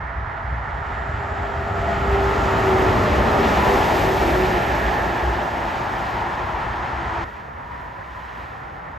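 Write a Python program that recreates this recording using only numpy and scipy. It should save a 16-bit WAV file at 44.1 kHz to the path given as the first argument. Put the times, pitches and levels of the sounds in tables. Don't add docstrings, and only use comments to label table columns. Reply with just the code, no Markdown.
import sys
import numpy as np
from scipy.fft import rfft, irfft, next_fast_len
from scipy.io import wavfile
from scipy.ndimage import uniform_filter1d, map_coordinates

SR = 44100
rng = np.random.default_rng(int(sys.argv[2]) if len(sys.argv) > 2 else 0)


def digitize_waveform(pressure):
    field = np.atleast_2d(pressure).T
    bounded = np.clip(field, -1, 1)
    quanta = np.round(bounded * 32767).astype(np.int16)
    wavfile.write(sys.argv[1], SR, quanta)


N = 396018
TIME = np.arange(N) / SR
BIN_HZ = np.maximum(np.arange(N // 2 + 1) * SR / N, 1)

CUT_S = 7.244
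SOUND_SPEED = 343
LANE_SPEED = 30.5
REFERENCE_M = 20
SCREENING_S = 2.4
SKIRT = 1.8
WAVER, WAVER_RATE_HZ = 0.002966, 5.85
HISS_SURGE_SHARE = 0.71
DRONE_DB, DRONE_HZ = -47.5, 60.4
FAR_ROAR_DB, FAR_PAN_DB = -37, -0.8
FAR_HISS_DB, FAR_TILT_DB = -57.5, -2
FAR_RUSH_DB = 7.5
CUTOFF_HZ = 15150

# frequency in Hz, relative level in dB per Hz.
RUMBLE_COLOUR = [(18, -27), (30, -16), (45, -1.5), (62, 3), (85, -2), (110, -2.5), (140, -7), (220, -26)]
# frequency in Hz, relative level in dB per Hz.
WAKE_COLOUR = [(90, -12), (150, -3.5), (220, 0), (290, -3), (420, -0.5), (520, -6.5), (640, -6.5),
               (900, -24)]
# frequency in Hz, relative level in dB per Hz.
TREAD_COLOUR = [(330, -25.5), (500, -12), (640, -4.5), (800, -1), (930, -0.5), (1080, -7.5), (1400, -19.5)]
# frequency in Hz, relative level in dB per Hz.
RUSH_COLOUR = [(700, -10.5), (1080, -2), (1350, 3), (1560, -2), (1720, 2), (1900, 1), (2150, -6),
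               (2600, -22), (3800, -44)]
# frequency in Hz, relative level in dB per Hz.
HISS_COLOUR = [(1500, -7.5), (2300, 2.5), (3000, -1.5), (4300, -10), (5300, -12.5), (5900, -15.5),
               (6600, -15.5), (7300, -19), (8400, -20.5), (9300, -24), (10500, -18), (13000, -22),
               (15500, -25)]
# frequency in Hz, relative level in dB per Hz.
FAR_ROAR_COLOUR = [(25, -16), (60, -0.5), (110, -4.5), (170, -9), (280, -13.5), (450, -13), (640, -11),
                   (880, -7), (1200, -11), (1400, -12), (1560, -14.5), (1800, -11), (2100, -18.5),
                   (2800, -35)]
# frequency in Hz, side minus mid in dB.
STEREO_WIDTH = [(30, -34), (120, -23), (300, -12.5), (500, -10), (800, -7), (1150, -5.5), (1400, -6),
                (1560, -2), (1750, -12.5), (2200, -18), (2850, -26), (3400, -47), (5000, -43)]
# frequency in Hz, left minus right in dB.
LEFT_RIGHT_BALANCE = [(200, 0), (400, -0.5), (690, 1.5), (1280, -1.5), (2360, -1.8), (3300, 0)]
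# frequency in Hz, lag in cycles.
LEFT_LAG = [(350, 0), (540, .11), (720, .03), (950, -.04), (1150, .1), (1400, .04), (1750, -.06),
            (2200, -.01), (7450, 0), (7700, .11), (8900, .3), (9300, .45), (10300, .53), (11700, .81),
            (12100, .99), (13450, 1), (13800, 1.13), (15200, 1.44)]

# time abreast in seconds, speed in m/s, distance in m.
SEMI_PATH = (3.06, 31.4, 21.4)
# time abreast in seconds, speed in m/s, distance in m.
DRIVE_AXLE_PATH = (2.95, 33, 17)
# time abreast in seconds, speed in m/s, distance in m.
TOW_PATH = (4.08, 29.5, 20.5)
# time abreast in seconds, speed in m/s, distance in m.
TOW_TURBO_GLIDE = (4.09, 26.5, 13.9)
# time abreast in seconds, speed in m/s, distance in m.
TOW_DIESEL_GLIDE = (3.5, 29.5, 20.5)
# time the front is abreast
# in seconds, distance in m, then relative levels of body, tyres and top hiss in dB.
VEHICLES = [(2.58, 29.8, 0, 0, -2), (3.76, 18.4, -8.5, -4, -3.5), (5.4, 22.7, -19, -11.5, -14.5),
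            (8.12, 19, -7.5, -2.5, -11)]

# level at the reference
# distance in dB, loss per doubling of distance in dB, extra to the rear (taken off ahead) in dB,
# far traffic in dB. These columns serve the rumble, wake, tread and rush.
RUMBLE_LAW = (-23, 5.5, -0.5, -35)
WAKE_LAW = (-22, 10.5, 7, -50.5)
TREAD_LAW = (-22, 6, 5, -42.5)
RUSH_LAW = (-26, 6, 3, -36.5)
# level in dB, loss per doubling of distance
# in dB, extra to the rear in dB, far traffic in dB.
HISS_LAWS = [(-32, 8.5, 5.5, -67), (-30.5, 11, 7, -72), (-30.5, 14.5, 8, -74)]
# time in seconds, pitch in Hz.
TREAD_PITCH = [(0, 901.5), (1.8, 751.4), (2.4, 797), (3.4, 800.6), (4.5, 735.7), (5.8, 838.7), (7.24, 890)]
# time in seconds, left minus right in dB.
TYRE_PAN = [(0, -4), (1.9, 0.1), (4.2, 1), (4.9, -1.5), (5.9, 1.1)]
# time in seconds, change in dB, half width in seconds.
TYRE_SURGES = [(.93, 2.5, 0.057), (1.68, -2, 0.17), (1.93, 2, 0.055), (2.28, 1.5, 0.12), (2.75, 0.8, 0.14),
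               (3.58, 1.6, 0.18), (4.14, -1.9, 0.17), (4.85, 1.3, .17), (5.55, -1.5, .2), (6.1, 0.5, .15)]
# time in seconds, change in dB, half width in seconds.
WAKE_SURGES = [(3.25, 2, 0.32), (3.88, -1.5, .12)]
# time in seconds, change in dB, half width in seconds.
RUMBLE_SURGES = [(.4, -3, 0.054), (1.3, -4, 0.27), (1.88, 0.5, 0.065), (2.12, -1.5, .12), (5.4, -2, .5),
                 (6.5, -0.5, 0.12), (6.78, -3.5, .08)]
# time in seconds, change in dB, half width in seconds.
TREAD_SURGES = [(2.3, 2, 0.089), (3.08, -3.5, 0.075), (3.45, 0, .06), (4.4, -2, 0.15), (4.74, -1.5, 0.13),
                (5.02, 0.5, 0.046)]

# loudest time in seconds, level in dB, half width in seconds.
SEMI_WHINE = [(1.7, -36.5, 0.5), (2.22, -24, 0.18), (2.72, -21, 0.19), (3.05, -31.5, 0.15),
              (3.7, -34, 0.27), (4.25, -31.5, 0.66), (5.2, -40.5, 0.6), (7.05, -41.5, 0.41)]
# loudest time in seconds, level in dB, half width in seconds.
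SEMI_DRIVE_TYRES = [(1.55, -37, .15), (1.9, -31, .16), (2.6, -36, .25), (3.08, -27, .14), (3.36, -27, .13),
                    (3.9, -35.5, .17), (5.3, -43, .5)]
# loudest time in seconds, level in dB, half width in seconds.
SEMI_SECOND_AXLE = [(.35, -44.5, 0.58), (1.2, -40, 0.39), (2.2, -39, 0.71)]
# loudest time in seconds, level in dB, half width in seconds.
SEMI_GROOVES = [(2.9, -30, 1.38)]
# loudest time in seconds, level in dB, half width in seconds.
SEMI_DIESEL = [(1.35, -36, 0.64), (2.72, -29, 0.13), (3.1, -31, 0.11), (3.55, -29.5, .25),
               (4.45, -37, 0.43)]
# loudest time in seconds, level in dB, half width in seconds.
SEMI_EXHAUST = [(1.4, -40, 0.54), (2.85, -30.5, .35), (3.5, -30.5, 0.27)]
# loudest time in seconds, level in dB, half width in seconds.
SEMI_TURBO = [(1.3, -65, 0.45), (2.0, -59.5, .35), (2.56, -54.5, .2)]
# loudest time in seconds, level in dB, half width in seconds.
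TOW_WHINE = [(3.15, -40, 0.11), (3.39, -25.5, 0.087), (3.74, -22.5, 0.076), (4.09, -25.5, 0.08),
             (4.42, -22.5, 0.16), (4.64, -25, 0.09), (5.15, -37.5, 0.44), (6.1, -41, 0.51)]
# loudest time in seconds, level in dB, half width in seconds.
TOW_SECOND_AXLE = [(3.58, -31.5, 0.33)]
# loudest time in seconds, level in dB, half width in seconds.
TOW_GROOVES = [(4.93, -34.5, 0.55)]
# loudest time in seconds, level in dB, half width in seconds.
TOW_DIESEL = [(4.3, -38.5, 0.54), (5.4, -44.5, 0.42)]
# loudest time in seconds, level in dB, half width in seconds.
TOW_BOOM = [(4.4, -31.5, 0.24), (4.9, -33.5, .25)]
# loudest time in seconds, level in dB, half width in seconds.
TOW_TURBO = [(3.55, -62, .22), (4.1, -58, .33), (4.85, -62, .38)]
# loudest time in seconds, level in dB, half width in seconds.
VAN_WHINE = [(3.69, -28.5, .11), (4.55, -40, 0.27)]
# loudest time in seconds, level in dB, half width in seconds.
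PICKUP_WHINE = [(4.85, -37.5, .22)]
# loudest time in seconds, level in dB, half width in seconds, pitch in Hz.
THROBS = [(.14, -37, 0.11, 61.8), (.53, -26.5, .07, 61.9), (.98, -34, .12, 60), (1.95, -35.5, .08, 194.6),
          (2.17, -25, 0.1, 61.8), (3.6, -30, 0.12, 205.6), (4.3, -28, 0.11, 55.8), (4.74, -26, .035, 58),
          (4.89, -24.5, .04, 57.2), (5.28, -24, 0.056, 63.2), (7.1, -35.5, 0.26, 62)]

# loudest time in seconds, level in dB, half width in seconds.
CAR_WHINE = [(6.1, -38, .55), (7.15, -46, 0.42), (7.76, -41, 0.19), (8.17, -42, 0.24)]
# time in seconds, pitch in Hz.
CAR_WHINE_PITCH = [(5.4, 850), (6.3, 895), (7.2, 975), (7.7, 967), (8.3, 1018)]
# loudest time in seconds, level in dB, half width in seconds.
CAR_ENGINE = [(8.94, -52.5, .9)]
# loudest time in seconds, level in dB, half width in seconds.
FAR_CARS = [(7.29, -53.5, 0.19), (7.78, -54, 0.12), (8.3, -51.5, 0.35)]
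# loudest time in seconds, level in dB, half width in seconds.
FAR_TRUCK = [(8.95, -47, .22)]
# loudest time in seconds, level in dB, half width in seconds.
FAR_TRUCK_TYRES = [(8.72, -45.5, .2)]


def from_db(db):
    return 10 ** (np.asarray(db) / 20)


def rms_one(x):
    return x / np.sqrt(np.mean(x ** 2) + 1e-20)


def curve(points):
    return np.interp(TIME, *np.transpose(points))


def over_hz(points):
    hz, value = np.transpose(points)
    return np.interp(np.log(BIN_HZ), np.log(hz), value)


def lobe(s, width_s):
    return (1 + ((TIME - s) / width_s) ** 2 / SKIRT) ** -SKIRT


def swell(lobes):
    return np.sqrt(sum((from_db(db) * lobe(s, width_s)) ** 2 for s, db, width_s in lobes))


def surge_db(surges):
    return sum(db * lobe(s, width_s) for s, db, width_s in surges)


def drift(rate_hz):
    step = 16
    size = next_fast_len(N // step + 2)
    hz = np.arange(size // 2 + 1) * SR / step / size
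    slow = irfft(rfft(rng.standard_normal(size)) / (1 + (hz / rate_hz) ** 4), size)
    return np.interp(np.arange(N) / step, np.arange(size), rms_one(slow))


def colour(points):
    octaves_below = np.maximum(np.log2(points[0][0] / BIN_HZ), 0)
    octaves_above = np.maximum(np.log2(BIN_HZ / points[-1][0]), 0)
    return from_db(over_hz(points) - 67 * (octaves_below + octaves_above))


def stereo_noise(gain, width_db):
    mid, side = rfft(rng.standard_normal((2, N))) * gain
    mid = irfft(mid, N)
    side = irfft(side * from_db(over_hz(STEREO_WIDTH) + width_db), N)
    return (mid + side * np.array([[1], [-1]])) / np.std(mid)


def panned(x, pan_db):
    lower = irfft(rfft(x) / (1 + (BIN_HZ / 2900) ** 8), N)
    return x - lower + lower * from_db(pan_db * np.array([[.5], [-.5]]))


def tone(hz, scatter, width_hz, side_db):
    scatter = np.clip(scatter, 0, 1)
    wavering_hz = hz * (1 + WAVER * drift(WAVER_RATE_HZ))
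    turn = np.exp(2j * np.pi * np.cumsum(wavering_hz) / SR)
    mid = np.sqrt(2 * (1 - scatter)) + np.sqrt(scatter) * (drift(width_hz) + 1j * drift(width_hz))
    side = from_db(side_db) * (drift(width_hz) + 1j * drift(width_hz))
    return np.real(turn * (mid + side * np.array([[1], [-1]])))


def doppler(abreast_s, speed, distance):
    along = speed * (TIME - abreast_s)
    return 1 / (1 + speed / SOUND_SPEED * along / np.hypot(along, distance))


def scattered(abreast_s, clear, behind):
    return clear + behind * np.clip((TIME - abreast_s) / SCREENING_S, 0, 1)


def passing_db(law, part):
    level_db, doubling_db, rear_db, far_db = law
    seconds = np.linspace(0, TIME[-1], 500)
    power = from_db(far_db) ** 2
    for abreast_s, distance, body_db, tyres_db, top_db in VEHICLES:
        along = LANE_SPEED * (seconds - abreast_s)
        away = np.hypot(along, distance)
        own_db = {"body": body_db, "tyres": tyres_db, "top": top_db}[part]
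        spreading_db = doubling_db * np.log2(away / REFERENCE_M)
        facing_db = rear_db * along / away
        power = power + from_db(level_db + own_db - spreading_db + facing_db) ** 2
    return np.interp(TIME, seconds, 10 * np.log10(power))


def far_drone():
    level = from_db(DRONE_DB) + swell(FAR_TRUCK)
    return level * tone(DRONE_HZ, scatter=.25, width_hz=5, side_db=-25)


def car_tyre_hum():
    return swell(CAR_WHINE) * tone(curve(CAR_WHINE_PITCH), scatter=1, width_hz=48, side_db=-4)


def tyre_air(rush_db):
    return from_db(rush_db - 0.94 + .5 * drift(16.0)) * stereo_noise(colour(RUSH_COLOUR), width_db=5.0)


def tyre_hiss(octaves_db):
    hiss = rfft(stereo_noise(colour(HISS_COLOUR), width_db=-26))
    octave = np.clip(np.log2(BIN_HZ / 3200), 0, 2)
    bands = [irfft(hiss * np.maximum(1 - abs(octave - k), 0), N) for k in range(3)]
    tilted = sum(from_db(db + 0.71 * drift(14)) * band for db, band in zip(octaves_db, bands))
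    return from_db(2.0 + 0.22 * drift(9)) * tilted


def lull():
    roar = from_db(FAR_ROAR_DB + 1.13 * drift(9.5)) * stereo_noise(colour(FAR_ROAR_COLOUR), width_db=7.0)
    cars = swell(FAR_CARS)
    hiss_db = 20 * np.log10(np.hypot(from_db(FAR_HISS_DB), cars))
    hiss = tyre_hiss([hiss_db + k * FAR_TILT_DB for k in range(3)])
    grooves = from_db(-5.0) * tone(1860, scatter=0.96, width_hz=140, side_db=-6)
    rush = cars * from_db(FAR_RUSH_DB) * (tyre_air(-2) + grooves)
    engine_hz = np.interp(TIME, [7.6, 8.98], [168, 138])
    engine = swell(CAR_ENGINE) * tone(engine_hz, scatter=0.28, width_hz=4.6, side_db=-11)
    truck_tyres = swell(FAR_TRUCK_TYRES) * tone(785, scatter=0.88, width_hz=40, side_db=0)
    return panned(roar + rush + hiss, FAR_PAN_DB) + engine + truck_tyres


def body_noise(rumble_db, wake_db):
    rumble = from_db(rumble_db - 1.0 + 1.56 * drift(5.9)) * stereo_noise(colour(RUMBLE_COLOUR), width_db=4.5)
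    wake = from_db(wake_db + 2.0 + 0.5 * drift(6.3)) * stereo_noise(colour(WAKE_COLOUR), width_db=0.5)
    return rumble + wake


def tread_roar(tread_db, tread_hz):
    glide = uniform_filter1d(tread_hz, SR // 3) / 830
    position = np.cumsum(np.clip(glide, .7, 1.4)) % (N - 1)
    roar = stereo_noise(colour(TREAD_COLOUR), width_db=0.0)
    moved = np.array([map_coordinates(channel, [position], order=3) for channel in roar])
    return from_db(tread_db + .5 * drift(10.0)) * moved


def throbs():
    return sum(swell([(s, db, width_s)]) * tone(hz, scatter=0.1, width_hz=8.6, side_db=-35)
               for s, db, width_s, hz in THROBS)


def tow_truck():
    shift = doppler(*TOW_PATH)
    whine_scatter = scattered(TOW_PATH[0], clear=.07, behind=.8)
    whine = tone(384.4 * shift, scatter=whine_scatter, width_hz=9, side_db=-18)
    second_axle = tone(361 * shift, scatter=.2, width_hz=10, side_db=-12)
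    grooves = tone(1820 * shift, scatter=1, width_hz=115, side_db=-5)
    tyres = swell(TOW_WHINE) * whine + swell(TOW_SECOND_AXLE) * second_axle + swell(TOW_GROOVES) * grooves

    van = tone(472 * shift, scatter=.3, width_hz=14, side_db=-14)
    van_overtone = from_db(-2.0) * tone(2 * 472 * shift, scatter=.35, width_hz=14, side_db=-8)
    pickup = tone(406 * shift, scatter=.2, width_hz=8, side_db=-14)
    companions = swell(VAN_WHINE) * (van + van_overtone) + swell(PICKUP_WHINE) * pickup

    firing_hz = 176 * doppler(*TOW_DIESEL_GLIDE)
    firing = tone(firing_hz, scatter=0.15, width_hz=2.7, side_db=-17.5)
    lower_note = tone(firing_hz * 2 / 3, scatter=.4, width_hz=5, side_db=-22)
    boom = tone(firing_hz / 3, scatter=.25, width_hz=9, side_db=-28)
    turbo = tone(13850 * doppler(*TOW_TURBO_GLIDE), scatter=1, width_hz=120, side_db=-12)
    diesel = swell(TOW_DIESEL) * (firing + lower_note)
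    return tyres + companions + diesel + swell(TOW_BOOM) * boom + swell(TOW_TURBO) * turbo


def semi():
    shift, drive_shift = doppler(*SEMI_PATH), doppler(*DRIVE_AXLE_PATH)
    whine_scatter = scattered(SEMI_PATH[0], clear=.04, behind=.5)
    whine = tone(367 * shift, scatter=whine_scatter, width_hz=8, side_db=-24)
    overtone = from_db(-10.5) * tone(2 * 367 * shift, scatter=0.38, width_hz=14, side_db=-7.5)
    drive = tone(625 * drive_shift, scatter=.2, width_hz=14, side_db=-9)
    second_axle = tone(606 * drive_shift, scatter=.95, width_hz=17, side_db=-6)
    axles = swell(SEMI_DRIVE_TYRES) * drive + swell(SEMI_SECOND_AXLE) * second_axle
    grooves = swell(SEMI_GROOVES) * tone(1180 * shift, scatter=0.98, width_hz=190, side_db=-13.5)
    tyres = swell(SEMI_WHINE) * (whine + overtone) + axles + grooves

    firing = tone(71.3 * shift, scatter=0.067, width_hz=3, side_db=-26)
    exhaust = tone(105 * shift, scatter=0.77, width_hz=16, side_db=-23)
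    turbo = tone(6650 * shift, scatter=1, width_hz=560, side_db=-35)
    return tyres + swell(SEMI_DIESEL) * firing + swell(SEMI_EXHAUST) * exhaust + swell(SEMI_TURBO) * turbo


def convoy():
    tyre_surge_db = surge_db(TYRE_SURGES)
    rumble_db = passing_db(RUMBLE_LAW, "body") + surge_db(RUMBLE_SURGES)
    wake_db = passing_db(WAKE_LAW, "body") + surge_db(WAKE_SURGES)
    body = body_noise(rumble_db, wake_db)
    tread_db = passing_db(TREAD_LAW, "tyres") + 0.36 * tyre_surge_db + surge_db(TREAD_SURGES)
    tread = tread_roar(tread_db, curve(TREAD_PITCH))
    air = tyre_air(passing_db(RUSH_LAW, "tyres") + tyre_surge_db)
    hiss = tyre_hiss([passing_db(law, part) + HISS_SURGE_SHARE * tyre_surge_db
                      for law, part in zip(HISS_LAWS, ("tyres", "tyres", "top"))])
    return body + panned(tread + air + hiss, curve(TYRE_PAN)) + semi() + tow_truck() + throbs()


def scene():
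    after = np.clip((TIME - CUT_S) / .004 + .5, 0, 1)
    return (1 - after) * convoy() + after * lull() + car_tyre_hum() + far_drone()


def record(dry):
    fade = np.clip(np.minimum(TIME, TIME[-1] - TIME) / .004, 0, 1)
    left, right = rfft(dry * fade) * from_db(over_hz(LEFT_RIGHT_BALANCE) * np.array([[.5], [-.5]]))
    lag_cycles = np.interp(BIN_HZ, *np.transpose(LEFT_LAG))
    lagging_left = left * np.exp(-2j * np.pi * lag_cycles)
    low_pass = 1 / np.sqrt(1 + (BIN_HZ / CUTOFF_HZ) ** 160)
    return irfft(np.array([lagging_left, right]) * low_pass, N)


dry = scene()
out = record(dry)
digitize_waveform(out)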